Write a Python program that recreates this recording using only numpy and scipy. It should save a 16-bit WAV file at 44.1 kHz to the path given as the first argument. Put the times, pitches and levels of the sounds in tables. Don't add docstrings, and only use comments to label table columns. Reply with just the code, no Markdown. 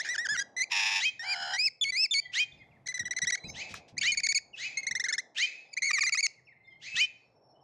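import sys
import numpy as np
from scipy import signal
from scipy.io import wavfile
from scipy.ndimage import uniform_filter1d

SR = 44100
rng = np.random.default_rng(int(sys.argv[2]) if len(sys.argv) > 2 else 0)


def put_to_file(sound):
    columns = np.atleast_2d(sound).T
    safe = np.clip(columns, -1, 1)
    whole_steps = np.round(safe * 32767)
    wavfile.write(sys.argv[1], SR, whole_steps.astype(np.int16))


N = 336483
T = np.arange(N) / SR
TOP_HZ = 15600


def undb(db):
    return 10 ** (np.asarray(db) / 20)


def band(x, lo_hz, hi_hz, order=2):
    return signal.sosfilt(signal.butter(order, [lo_hz, hi_hz], "band", fs=SR, output="sos"), x)


def unit(x):
    return x / np.sqrt(np.mean(x ** 2))


def noise(size=N):
    return rng.standard_normal(size)


def walk(rate_hz, size=N):
    k = max(int(SR / rate_hz), 2)
    smooth = uniform_filter1d(uniform_filter1d(noise(size + 4 * k), k), k)
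    return unit(smooth[2 * k:2 * k + size])


def turns(hz):
    return 2 * np.pi * np.cumsum(hz) / SR


def decay(t, t60_s):
    return np.exp(-np.log(1000) * t / t60_s)


def add(out, start_s, x):
    i = int(start_s * SR)
    a, b = max(i, 0), min(i + len(x), N)
    out[a:b] += x[a - i:b - i]


def played(rows, edge_s=0.0016):
    s, *columns = np.transpose(rows)
    t = np.arange(s[0] - edge_s, s[-1] + edge_s, 1 / SR)
    fade = np.clip(np.minimum(t - t[0], t[-1] - t) / edge_s, 0, 1)
    return t[0], fade, [np.interp(t, s, c) for c in columns]


# frequency in Hz, overtone gain in dB.
THROAT = [(600, -6), (2000, 33.5), (3400, -5.5), (5000, 3), (6600, 1.5), (8000, -14.5), (10000, -19),
          (11500, -54.5), (15000, -33.5)]


def voice(hz, over_db, rough_rad, throat=THROAT):
    phase = turns(hz) + rough_rad * walk(1500, size=len(hz))
    f, db = np.transpose(throat)
    tone, power = np.sin(phase), 1
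    for k in range(2, 10):
        gain = undb(over_db + np.interp(np.log(k * hz), np.log(f), db)) * (k * hz < TOP_HZ)
        tone = tone + gain * np.sin(k * phase + k - 2)
        power = power + gain ** 2
    return np.sqrt(2 / power) * tone, phase


# start in seconds, rise in seconds, hold in seconds, top pitch in Hz, second voice in Hz,
# direct level in dB, second voice offset in dB, echo send in dB.
SCREECHES = [(-.025, 0.078, 0.0048, 2470, 3000, -44, -7, -44),
             (0.983, 0.077, 0.037, 2530, 3168, -23, -7.5, -45),
             (2.318, 0.087, 0.035, 2473, 3160, -22.5, -7.5, -48),
             (3.524, 0.1, 0.0056, 2593, 3050, -36, -9, -41),
             (3.997, 0.086, 0.031, 2420, 3040, -22, -7, -45.5),
             (4.546, 0.11, 0.021, 2560, 2980, -33.5, -9.5, -38),
             (5.346, .088, 0.025, 2438, 3094, -23, -6, -42.5),
             (5.404, 0.057, 0.035, 2560, 3220, -41.5, -31, -39),
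             (6.797, 0.085, 0.1, 2609, 3050, -42, -22, -41.5),
             (6.936, 0.08, 0.038, 2462, 3050, -21.5, -3.5, -47.5)]
# stage (0-1 rise, then 1 plus hold lengths), first voice in dB, overtones in dB,
# second voice in dB, hiss in dB.
SCREECH_SHAPE = [(0, -44, -7, -61, -38.5), (0.229, -12.5, 12, -52, -25.5), (.42, -10, 2, -58.5, -14),
                 (0.699, -5, -1.5, -14.5, -17), (.93, -4, 0.5, 1.5, -31.5), (0.998, -2, -5, -3, -25),
                 (1.85, -8, -12, -3, -25), (2.299, -37, -28, -29, -46.5)]
SCREECH_CLIMB = [(0, .45, .8), (.23, .56, .8), (.42, .73, .8), (.72, .85, .86), (.93, .965, .985),
                 (1, 1, 1)]
# frequency in Hz, overtone gain in dB.
SCREECH_THROAT = [(2400, 27), (3600, 0), (4600, -6.5), (5500, -17.5), (6600, 0), (8000, -27.5),
                  (10000, -19), (12000, -52.5)]
SETTLED_ROUGH_RAD, SLACK_ROUGH_RAD = .06, .6


def screeches():
    near, echo = np.zeros(N), np.zeros(N)
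    for start_s, rise_s, hold_s, top_hz, second_hz, db, second_db, echo_db in SCREECHES:
        rows = [(min(u, 1) * rise_s + max(u - 1, 0) * hold_s, u, *rest) for u, *rest in SCREECH_SHAPE]
        _, fade, (stage, a_db, over_db, b_db, hiss_db) = played(rows)
        at, *shares = np.transpose(SCREECH_CLIMB)
        up_a, up_b = (np.interp(stage, at, share) for share in shares)
        rough = SETTLED_ROUGH_RAD + SLACK_ROUGH_RAD * (1 - up_a)
        a, pa = voice(top_hz * up_a, over_db, rough, SCREECH_THROAT)
        pb = turns(second_hz * up_b)
        clash = undb(-14) * np.sin(pa + pb) + undb(-18) * np.sin(2 * pb)
        clash = clash + undb(-22) * np.sin(2 * pb - pa) + undb(-28) * np.sin(2 * pa - pb)
        second = undb(b_db + second_db) * (np.sqrt(2) * np.sin(pb) + clash)
        rush = band(np.cos(pa / 2) ** 21, 2400, 8000, order=4)
        hiss = unit(band(noise(len(a)), 2000, 7500, order=3) + .8 * rush)
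        first = undb(a_db) * a + undb(hiss_db + 2.5 * walk(340, size=len(a))) * hiss
        add(near, start_s, undb(db) * band(fade * (first + second), 910, 6600, order=3))
        add(echo, start_s, undb(echo_db) * band(fade * first, 1200, 7000, order=3))
    return near, echo


# frequency in Hz, relative gain of white noise in dB.
HUSH_SPECTRUM = [(59, -31), (100, -5), (140, 4), (456, 7.5), (735, 10.5), (1200, -11.5), (1500, -13.5),
                 (1950, -29.5), (3300, -120)]
# time in seconds, level in dB.
HUSH_LEVEL = [(0, -57), (1.2, -72.5), (2.25, -73), (3.0, -63.5), (3.61, -56.5), (4.33, -71), (4.82, -62),
              (6.08, -73.5), (7.63, -63.5)]


def hush():
    f, db = np.transpose(HUSH_SPECTRUM)
    swell_db = 1.5 * walk(0.87)
    out = np.zeros(N)
    for hz in 45 * 2 ** np.arange(0, 5.6, .5):
        level_db = np.interp(np.log(hz), np.log(f), db) + swell_db + 2.5 * walk(5)
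        out += undb(level_db) * band(noise(), hz / 2 ** .25, hz * 2 ** .25)
    return undb(np.interp(T, *np.transpose(HUSH_LEVEL))) * unit(out)


def hum():
    hz, db = 128, -74.5
    return undb(db + 7.4 * walk(2.65)) * unit(band(noise(), hz - 14, hz + 14, order=1))


EDGE_S, ATTACK_S = .0031, 0.0034


def clock(length_s):
    return np.clip(np.arange(-EDGE_S, length_s + EDGE_S, 1 / SR), 0, length_s)


# start in seconds, length in seconds, start and end pitch in Hz, start and end level in dB,
# overtones in dB.
GLIDES = [(0, 0.02, 1645, 2110, -31, -35, -7), (0.049, 0.036, 1684, 1810, -35, -36, -11),
          (0.375, 0.027, 1873, 1987, -32, -29, -4), (.392, 0.033, 1607, 1658, -32.5, -32.5, -9),
          (0.567, 0.028, 1975, 2065, -34.5, -31.5, -7), (3.487, 0.015, 2140, 2270, -53, -41.5, -10),
          (3.969, .004, 1996, 1940, -50, -39, -14.5), (3.980, 0.012, 2106, 2510, -28, -31, 0),
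          (5.127, 0.011, 1730, 1773, -25, -29.5, 0), (5.731, 0.0097, 2310, 2270, -47, -35.5, 3),
          (5.769, 0.015, 2050, 1960, -31, -67, -11.5), (6.038, 0.023, 2436, 2333, -29.5, -30, -3.5),
          (6.154, 0.012, 2430, 2590, -29, -38, -1)]


def glides():
    for start_s, length_s, hz0, hz1, db0, db1, over_db in GLIDES:
        u = clock(length_s) / length_s
        yield start_s, hz0 + (hz1 - hz0) * u, db0 + (db1 - db0) * u, over_db


OVERTONES_PER_DB, SHIMMER_DB = 0.75, 0.7
NOTE_ROUGH_RAD, NOTE_WOBBLE_SHARE = .06, .005


def chatter():
    out = clucks()
    fall, fade_db = trills()
    for kind in (glides, slides, low_notes, arches, steps, hooks, peeps):
        for start_s, hz, db, over_db, *throat in kind():
            n = len(hz)
            i = np.arange(n)
            fade = np.clip(np.minimum(i / ATTACK_S, i[::-1] / EDGE_S) / SR, 0, 1)
            at = np.clip(int((start_s - EDGE_S) * SR) + i, 0, N - 1)
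            pitch = hz * (1 - fall[at] + NOTE_WOBBLE_SHARE * walk(120, size=n))
            thinned_db = over_db + OVERTONES_PER_DB * (db - db.max())
            tone, _ = voice(pitch, thinned_db, NOTE_ROUGH_RAD, *throat)
            level_db = db - fade_db[at] + SHIMMER_DB * walk(180, size=n)
            add(out, start_s - EDGE_S, fade ** 2 * undb(level_db) * tone)
    return out


# start in seconds, end in seconds, period in seconds, pitch fall as share, fade in dB.
TRILLS = [(0.051, .088, 0.011, 0.3, 14), (5.814, 5.87, .013, 0.11, 14)]


def trills():
    fall, fade_db = np.zeros(N), np.zeros(N)
    for start_s, end_s, period_s, share, db in TRILLS:
        beat = ((T - start_s) / period_s % 1 - .5) * (T > start_s) * (T < end_s)
        fall += share * beat
        fade_db += db * (2 * beat) ** 4
    return fall, fade_db


# start in seconds, seconds to the bend, seconds to the snap, opening, bend, pre-snap and
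# snap pitch in Hz, opening, bend and closing level in dB, overtones in dB.
SLIDES = [(0.089, .045, .071, 1818, 2010, 1420, 1840, -29.5, -35.5, -33.5, -7.5),
          (0.181, 0.059, 0.087, 1682, 1964, 1472, 1830, -27.5, -39, -32.5, -9.5),
          (.289, 0.044, 0.076, 1637, 1748, 1400, 2090, -28.5, -29.5, -33.5, -10.5),
          (.598, 0.0217, .041, 1933, 2038, 2330, 2350, -32.5, -24, -31.5, -4),
          (5.822, 0.059, 0.092, 2058, 2244, 1824, 2370, -25.5, -28.5, -29, -6),
          (5.933, 0.012, 0.059, 2358, 2290, 1770, 2440, -27, -24.5, -30, -6),
          (6.009, .016, 0.028, 2474, 2174, 1725, 2370, -26, -24, -30.5, -5),
          (6.066, 0.014, .027, 1916, 2135, 1945, 2640, -26.5, -25, -28.5, -5.5),
          (6.124, 0.017, .022, 2316, 2200, 1860, 2420, -25.5, -24.5, -32, -3.5),
          (6.174, .023, 0.032, 1908, 2253, 2100, 2500, -28.5, -26, -28.5, -2),
          (6.229, 0.031, 0.036, 2384, 2180, 1960, 2660, -26, -24.5, -26.5, 1)]
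CLIMB_TIME_SHARE, CLIMB_SHARE, SNAP_S, SNAP_DB = .3, 0.62, 0.0024, 4


def slides():
    for start_s, bend_s, snap_s, open_hz, bend_hz, low_hz, snap_hz, db, bend_db, low_db, over_db in SLIDES:
        end_s = snap_s + SNAP_S
        t = clock(end_s)
        climb_hz = open_hz + CLIMB_SHARE * (bend_hz - open_hz)
        pitch = np.interp(t, [0, CLIMB_TIME_SHARE * bend_s, bend_s, snap_s, end_s],
                          [open_hz, climb_hz, bend_hz, low_hz, snap_hz])
        level = np.interp(t, [0, bend_s, (bend_s + snap_s) / 2, snap_s, end_s],
                          [db, bend_db, low_db, low_db, low_db + SNAP_DB])
        yield start_s, pitch, level, over_db


# start in seconds, level in dB, 60 dB fade in seconds.
GUSTS = [(0.308, -50, 0.35), (1.264, -70.5, 0.28), (1.393, -61, 0.35), (1.824, -62, 0.74),
         (2.268, -64.5, 0.38), (2.523, -60, 1), (2.999, -50, 0.53), (3.227, -46.5, 0.25),
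         (3.438, -44.5, 0.63), (3.699, -48.5, 0.38), (3.922, -53.5, 1.66), (4.904, -53, 0.27),
         (5.8, -66, 1.8), (6.938, -46.5, 0.14)]


def gusts():
    level = np.zeros(N)
    for start_s, db, fade_s in GUSTS:
        onset = np.clip((T - start_s) / 0.01, 0, 1)
        level += undb(db) * onset * decay(np.maximum(T - start_s, 0), fade_s)
    return level * unit(band(noise(), 61, 230))


# start in seconds, length in seconds, pitch in Hz, opening level in dB.
LOW_NOTES = [(0.35, .03, 2070, -38), (5.063, 0.016, 1790, -34.5), (5.088, 0.03, 1760, -34),
             (5.145, 0.011, 1780, -45)]
SINK_S, SINK_SHARE, LOW_FADE_DB, LOW_OVERTONES_DB = 0.018, 0.21, -11.5, -14.5


def low_notes():
    for start_s, length_s, hz, db in LOW_NOTES:
        t = clock(length_s)
        sink = SINK_SHARE * np.maximum(t - length_s + SINK_S, 0) / SINK_S
        yield start_s, hz * (1 - sink), db + LOW_FADE_DB * t / length_s, LOW_OVERTONES_DB


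# time in seconds, pitch in Hz, flutter in Hz, level in dB,
# pitch jitter as share.
RASPS = [
    [(.7, 898, 92.4, -54, .05), (.72, 947, 93.7, -28, 0.044), (.85, 902, 93.1, -28.5, 0.033),
     (.99, 900, 93.9, -29, 0.022), (1.012, 816, 94, -37, 0.046)],
    [(1.215, 770, 74.8, -60, 0.021), (1.24, 788, 72.4, -41, 0.045), (1.4, 742, 76.2, -37.5, 0.03),
     (1.55, 779.5, 72.4, -34.5, 0.057), (1.568, 787, 69.7, -42.5, 0.033)],
]
# resonance in Hz, width in Hz, gain in dB
RASP_THROATS = [
    [(904, 60, -8), (2110, 1300, 0.5), (2657, 430, 6.5), (3470, 840, -1.5), (5380, 890, 1),
     (6900, 370, -7.5)],
    [(750, 60, 0), (1440, 570, 8.5), (3080, 320, 6.5), (4120, 210, 4.5), (5090, 340, 8), (6810, 600, -8)],
]
RASP_LEAPS = [(0.57, 2.9, 1.05, 1), (0.34, 2.9, 0.67, 0.45)]


def rasps():
    out = np.zeros(N)
    for rows, throat, (share, sharpness, swell, dip) in zip(RASPS, RASP_THROATS, RASP_LEAPS):
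        start_s, fade, (hz, flutter_hz, db, jitter) = played(rows)
        n = len(hz)
        cycle = np.cumsum(flutter_hz * (1 + 0.057 * walk(66, size=n))) / SR % 1
        leap = np.abs(2 * cycle - 1) ** sharpness
        phase = turns(hz * (1 + share * (leap - .08) + jitter * walk(440, size=n)))
        pulses = unit(sum(np.cos(k * phase) for k in range(2, 12)))
        pulses = pulses * (1 + swell * leap) * undb(1.6 * walk(150, size=n))
        breath = (.12 + .5 * leap) * noise(n) * (1 + np.cos(phase))
        source = pulses + breath
        rung = np.zeros(n)
        for k, (f, width, gain_db) in enumerate(throat[1:]):
            rung += (-1) ** k * undb(gain_db) * band(source, f - width / 2, f + width / 2)
        low = undb(throat[0][2]) * (1 - min(dip, 1) * leap) * np.sin(phase)
        rasp = unit(rung + undb(-21) * band(source, 2100, 8300) + low)
        add(out, start_s, fade * undb(db) * rasp)
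    return out


# frequency in Hz, overtone gain in dB.
WHISTLE_THROAT = [(3400, 1.5), (4300, 3.5), (5200, 12.5), (6600, -4.5), (8000, -12), (10000, -18.5),
                  (11500, -49), (15000, -39)]
# start in seconds, length in seconds, low and top pitch in Hz, level in dB when low, in the
# climb, on arrival, on the plateau and before the fall, overtones in dB.
ARCHES = [(1.195, .154, 1817, 2436, -38, -42, -42.5, -33, -29, -7.5),
          (1.536, 0.15, 1895, 2628, -33, -38, -24.5, -29.5, -23.5, -3.5),
          (1.923, 0.14, 1997, 2650, -34, -30.5, -27, -25, -24, -3.5)]
ARCH_SHAPE = [(0, 0.0057), (.17, 0.034), (.28, .3), (.41, .72), (.62, .88), (.84, 1), (.9, 0.87), (1, 0.3)]
ARCH_END_DB = -10.5


def arches():
    for start_s, length_s, low_hz, top_hz, low_db, climb_db, arrive_db, flat_db, last_db, over_db in ARCHES:
        u = clock(length_s) / length_s
        at, up = np.transpose(ARCH_SHAPE)
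        pitch = low_hz + (top_hz - low_hz) * np.interp(u, at, up)
        level = np.interp(u, at, [low_db, low_db, climb_db, arrive_db, flat_db,
                                  last_db, last_db, last_db + ARCH_END_DB])
        yield start_s, pitch, level, over_db, WHISTLE_THROAT


# start in seconds, seconds to the break, length in seconds, high and low pitch in Hz,
# high, low and closing level in dB, overtones in dB.
STEPS = [(1.813, .030, .092, 3510, 2198, -26, -32.5, -27, -6),
         (2.111, .030, 0.089, 3586, 2202, -28, -26.5, -25, -1.5)]
BREAK_S, BREAK_SAG_SHARE, LIFT_S, LIFT_SHARE = .010, .14, .022, 0.055


def steps():
    for start_s, cut_s, length_s, high_hz, low_hz, high_db, low_db, close_db, over_db in STEPS:
        t = clock(length_s)
        lifted_hz = low_hz * (1 + LIFT_SHARE)
        times = [0, cut_s - BREAK_S, cut_s - .001, cut_s, cut_s + BREAK_S, length_s - LIFT_S, length_s]
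        pitch = np.interp(t, times, [high_hz, high_hz * .985, high_hz * (1 - BREAK_SAG_SHARE),
                                     lifted_hz, low_hz, low_hz, lifted_hz])
        level = np.interp(t, times, [high_db, high_db, high_db, low_db, low_db, low_db, close_db])
        yield start_s, pitch, level, over_db, WHISTLE_THROAT


# start in seconds, length in seconds, start and end pitch in Hz, mid level in dB.
FAR_CALLS = [(2.205, 0.13, 2016, 1980, -53.5), (2.21, 0.069, 3080, 3370, -55),
             (2.519, 0.011, 3590, 3410, -54.5), (2.523, 0.1, 5830, 4590, -77),
             (2.602, 0.065, 3250, 3470, -67.5), (3.043, 0.023, 3460, 2840, -52.5),
             (3.255, 0.018, 3460, 2940, -49), (3.455, 0.062, 4570, 5500, -51),
             (3.466, 0.071, 6480, 6160, -54.5), (6.46, 0.025, 4280, 4120, -77),
             (6.701, 0.07, 3240, 3010, -65), (7.504, .04, 6060, 5580, -75.5),
             (3.201, 0.094, 4600, 5300, -72), (3.39, 0.14, 4090, 3854, -50.5),
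             (4.53, 0.03, 2920, 2480, -48), (5.6, 0.05, 4500, 4116, -65), (5.65, 0.032, 3500, 3570, -63.5),
             (5.672, 0.062, 4800, 5100, -67), (6.446, 0.059, 5380, 5280, -70),
             (6.548, 0.47, 2065, 2191, -58), (6.622, 0.054, 4170, 4130, -80.5),
             (6.64, 0.065, 3640, 3450, -72.5), (6.669, 0.073, 5200, 5110, -69.5),
             (7.19, 0.084, 4680, 4178, -69.5), (7.094, 0.59, 5450, 5430, -77),
             (7.494, 0.022, 4260, 4340, -75), (7.535, 0.083, 2930, 3090, -70)]
# start in seconds, mid level in dB.
TUMBLES = [(2.572, -61.5), (2.708, -56.5), (6.336, -62.5), (6.467, -57)]
# time in seconds, pitch in Hz.
TUMBLE_SHAPE = [(0, 2907), (.02, 2276), (.028, 2133), (.05, 2120), (0.074, 1605)]


def far_birds():
    out = np.zeros(N)
    at, tumble_hz = np.transpose(TUMBLE_SHAPE)
    tumble = np.interp(np.arange(0, at[-1], 1 / SR), at, tumble_hz)
    calls = [(s, np.linspace(hz0, hz1, int(length_s * SR)), db) for s, length_s, hz0, hz1, db in FAR_CALLS]
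    calls += [(s, tumble, db) for s, db in TUMBLES]
    for start_s, hz, db in calls:
        n = len(hz)
        phase = turns(hz * (1 + .01 * walk(150, size=n)))
        level = undb(db + 6.75 * walk(60, size=n)) * np.hanning(n) ** .5
        add(out, start_s, level * (np.sin(phase) + undb(-26.5) * np.sin(2 * phase)))
    return out


# start in seconds, seconds to the flick, opening pitch in Hz, body pitch in Hz,
# flick as share of pitch, peak, faded and flick level in dB, overtones in dB.
HOOKS = [(2.861, 0.012, 1860, 1950, 0.16, -46.5, -37, -33.5, 3),
         (2.886, 0.036, 2050, 1992, 0.077, -32, -42.5, -41, -4),
         (2.943, .034, 2010, 1987, 0.028, -32, -40.5, -36.5, -4),
         (2.995, 0.033, 2010, 1874, 0.067, -28, -41, -44, -5),
         (3.055, 0.023, 1930, 1965, .04, -32.5, -36.5, -37, -9),
         (3.11, 0.023, 1980, 1910, 0.21, -27.5, -39, -38, -4),
         (3.166, 0.021, 2044, 1973, 0.11, -28, -37, -28.5, -4.5),
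         (3.219, 0.029, 1990, 1930, 0.19, -27, -32, -34, -3),
         (3.272, 0.032, 1820, 1972, 0.17, -25, -33.5, -27, -2),
         (3.324, 0.028, 1990, 1905, 0.17, -26.5, -30, -28, -4),
         (4.013, .020, 2260, 2183, 0.064, -27.5, -38.5, -28, -4),
         (4.12, 0.026, 2260, 2110, 0.2, -24.5, -36, -34.5, 1),
         (4.174, 0.027, 2315, 2183, .15, -24.5, -37, -29.5, 1),
         (4.235, 0.032, 2370, 2142, 0.14, -25.5, -31.5, -22.5, 1.5),
         (4.289, 0.033, 2290, 2184, .11, -25, -30.5, -26, 0),
         (4.348, 0.036, 2520, 2158, 0.25, -25.5, -25.5, -37, 1)]
SETTLE_S, HOLD_S, CLIMB_S, SWELL_S = 0.0049, 0.0035, .005, .004
DROP_S, DROP_SHARE, DROP_DB = 0.0049, .18, -5


def hooks():
    for start_s, flick_s, open_hz, hz, share, db, faded_db, flick_db, over_db in HOOKS:
        end_s = flick_s + DROP_S
        t = clock(end_s)
        climb = share * np.exp(np.minimum(t - flick_s, 0) / CLIMB_S)
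        body = hz * (1 + climb) + (open_hz - hz) * np.exp(-t / SETTLE_S)
        pitch = body - hz * (share + DROP_SHARE) * np.maximum(t - flick_s, 0) / DROP_S
        times = np.sort([0, min(HOLD_S, flick_s / 3), flick_s - SWELL_S, flick_s, end_s])
        yield start_s, pitch, np.interp(t, times, [db, db, faded_db, flick_db, flick_db + DROP_DB]), over_db


# start in seconds, length in seconds, opening and top pitch in Hz, opening level in dB,
# overtones in dB.
PEEPS = [(3.376, 0.016, 2100, 2370, -42, -10), (3.44, 0.035, 2140, 2590, -46.5, -15),
         (4.773, 0.033, 2119, 2170, -27.5, -5), (4.832, 0.022, 2070, 2180, -35.5, -9.5),
         (4.869, 0.024, 1962, 2224, -26.5, -4.5), (4.912, 0.018, 1840, 2200, -27, -5.5),
         (4.953, 0.027, 1775, 2155, -26, -5.5), (4.999, 0.022, 1727, 2166, -26.5, -4.5),
         (5.041, 0.026, 1770, 2170, -26, -5.5), (5.086, 0.026, 1914, 2235, -27, -3.5),
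         (5.136, .022, 1854, 2220, -28, -4), (5.182, 0.023, 1670, 2153, -26.5, -3.5),
         (5.774, .019, 2028, 2525, -27.5, -9)]
LEAP_S, PEEP_END_DB = .009, -11.5


def peeps():
    for start_s, length_s, open_hz, hz, db, over_db in PEEPS:
        t = clock(length_s)
        pitch = hz + (open_hz - hz) * np.exp(-t / LEAP_S)
        yield start_s, pitch, db + PEEP_END_DB * (t / length_s) ** 1.27, over_db


# time in seconds, level in dB before the burst envelope.
WINGS = [(3.691, -44.5), (3.7077, -42), (3.7404, -59.5), (3.752, -38), (3.77, -49.5), (3.883, -52)]


def wings():
    out, t = np.zeros(N), np.arange(int(.1 * SR)) / SR
    envelope = t / 0.022 * np.exp(1 - t / 0.0097)
    for start_s, db in WINGS:
        burst = unit(band(noise(len(t)), 1700, 5900, order=3))
        add(out, start_s - .004, undb(db) * envelope * burst)
    return out


def knock():
    start_s, drive_db, hz, t60_s = 3.741, -34, 1320, 0.027
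    t = np.maximum(T - start_s, 0)
    rattle = noise() * (t > 0) * decay(t, t60_s)
    return undb(drive_db) * (6 * band(rattle, 0.81 * hz, 1.8 * hz) + band(rattle, 2000, 7000))


# time in seconds, level in dB, pitch in Hz.
CLUCKS = [(5.9072, -25.5, 1208), (5.9827, -26, 1190), (6.0335, -29, 1190), (6.0926, -42.5, 1346),
          (6.147, -33, 1255), (6.2615, -49, 1295)]


def clucks():
    out, n = np.zeros(N), int(0.013 * SR)
    for start_s, db, hz in CLUCKS:
        tone, _ = voice(np.full(n, float(hz)), over_db=-13., rough_rad=.14)
        add(out, start_s - .002, undb(db) * np.hanning(n) * tone)
    return out


def air():
    mid = hush() + hum() + gusts()
    return mid + undb(-94.5) * unit(band(noise(), 100, 400)) * np.array([[1], [-1]])


def echoes(x, t60_s, apart):
    t = np.arange(int(t60_s * 1.2 * SR)) / SR
    mid, side = noise((2, len(t))) * (1 - np.exp(-t / 0.0097))
    low = decay(t, t60_s)
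    scatter = np.array([mid + apart * side, mid - apart * side])
    tail = band(scatter * low, 430, 3500, order=1)
    tail = tail + band(tail * 0 + scatter * low ** 3.4, 2400, 7500, order=2)
    return signal.fftconvolve(x[None], tail / np.sqrt(np.sum(tail[0] ** 2)), axes=1)[:, :N]


def scene():
    screech, screech_echo = screeches()
    near = chatter() + rasps() + screech + wings() + knock()
    far = far_birds()
    side = undb(-24) * band(near, 4000, 14000, order=1) * walk(8) * np.array([[1], [-1]])
    near_echo = undb(-28.0) * echoes(near, t60_s=0.35, apart=.15)
    trees = echoes(screech_echo + undb(-10) * far, t60_s=0.5, apart=0.23)
    return near + side + far + near_echo + trees + air()


def record(dry):
    loud = uniform_filter1d(np.abs(dry[0]), int(0.057 * SR))
    bass = signal.sosfiltfilt(signal.butter(2, 500, fs=SR, output="sos"), dry)
    ducked = dry - bass * (1 - 1 / (1 + loud / 0.23))
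    rounded = .3 * np.tanh(ducked / .3)
    return signal.sosfilt(signal.ellip(8, .2, 70, TOP_HZ, fs=SR, output="sos"), rounded)


dry = scene()
out = record(dry)
put_to_file(out)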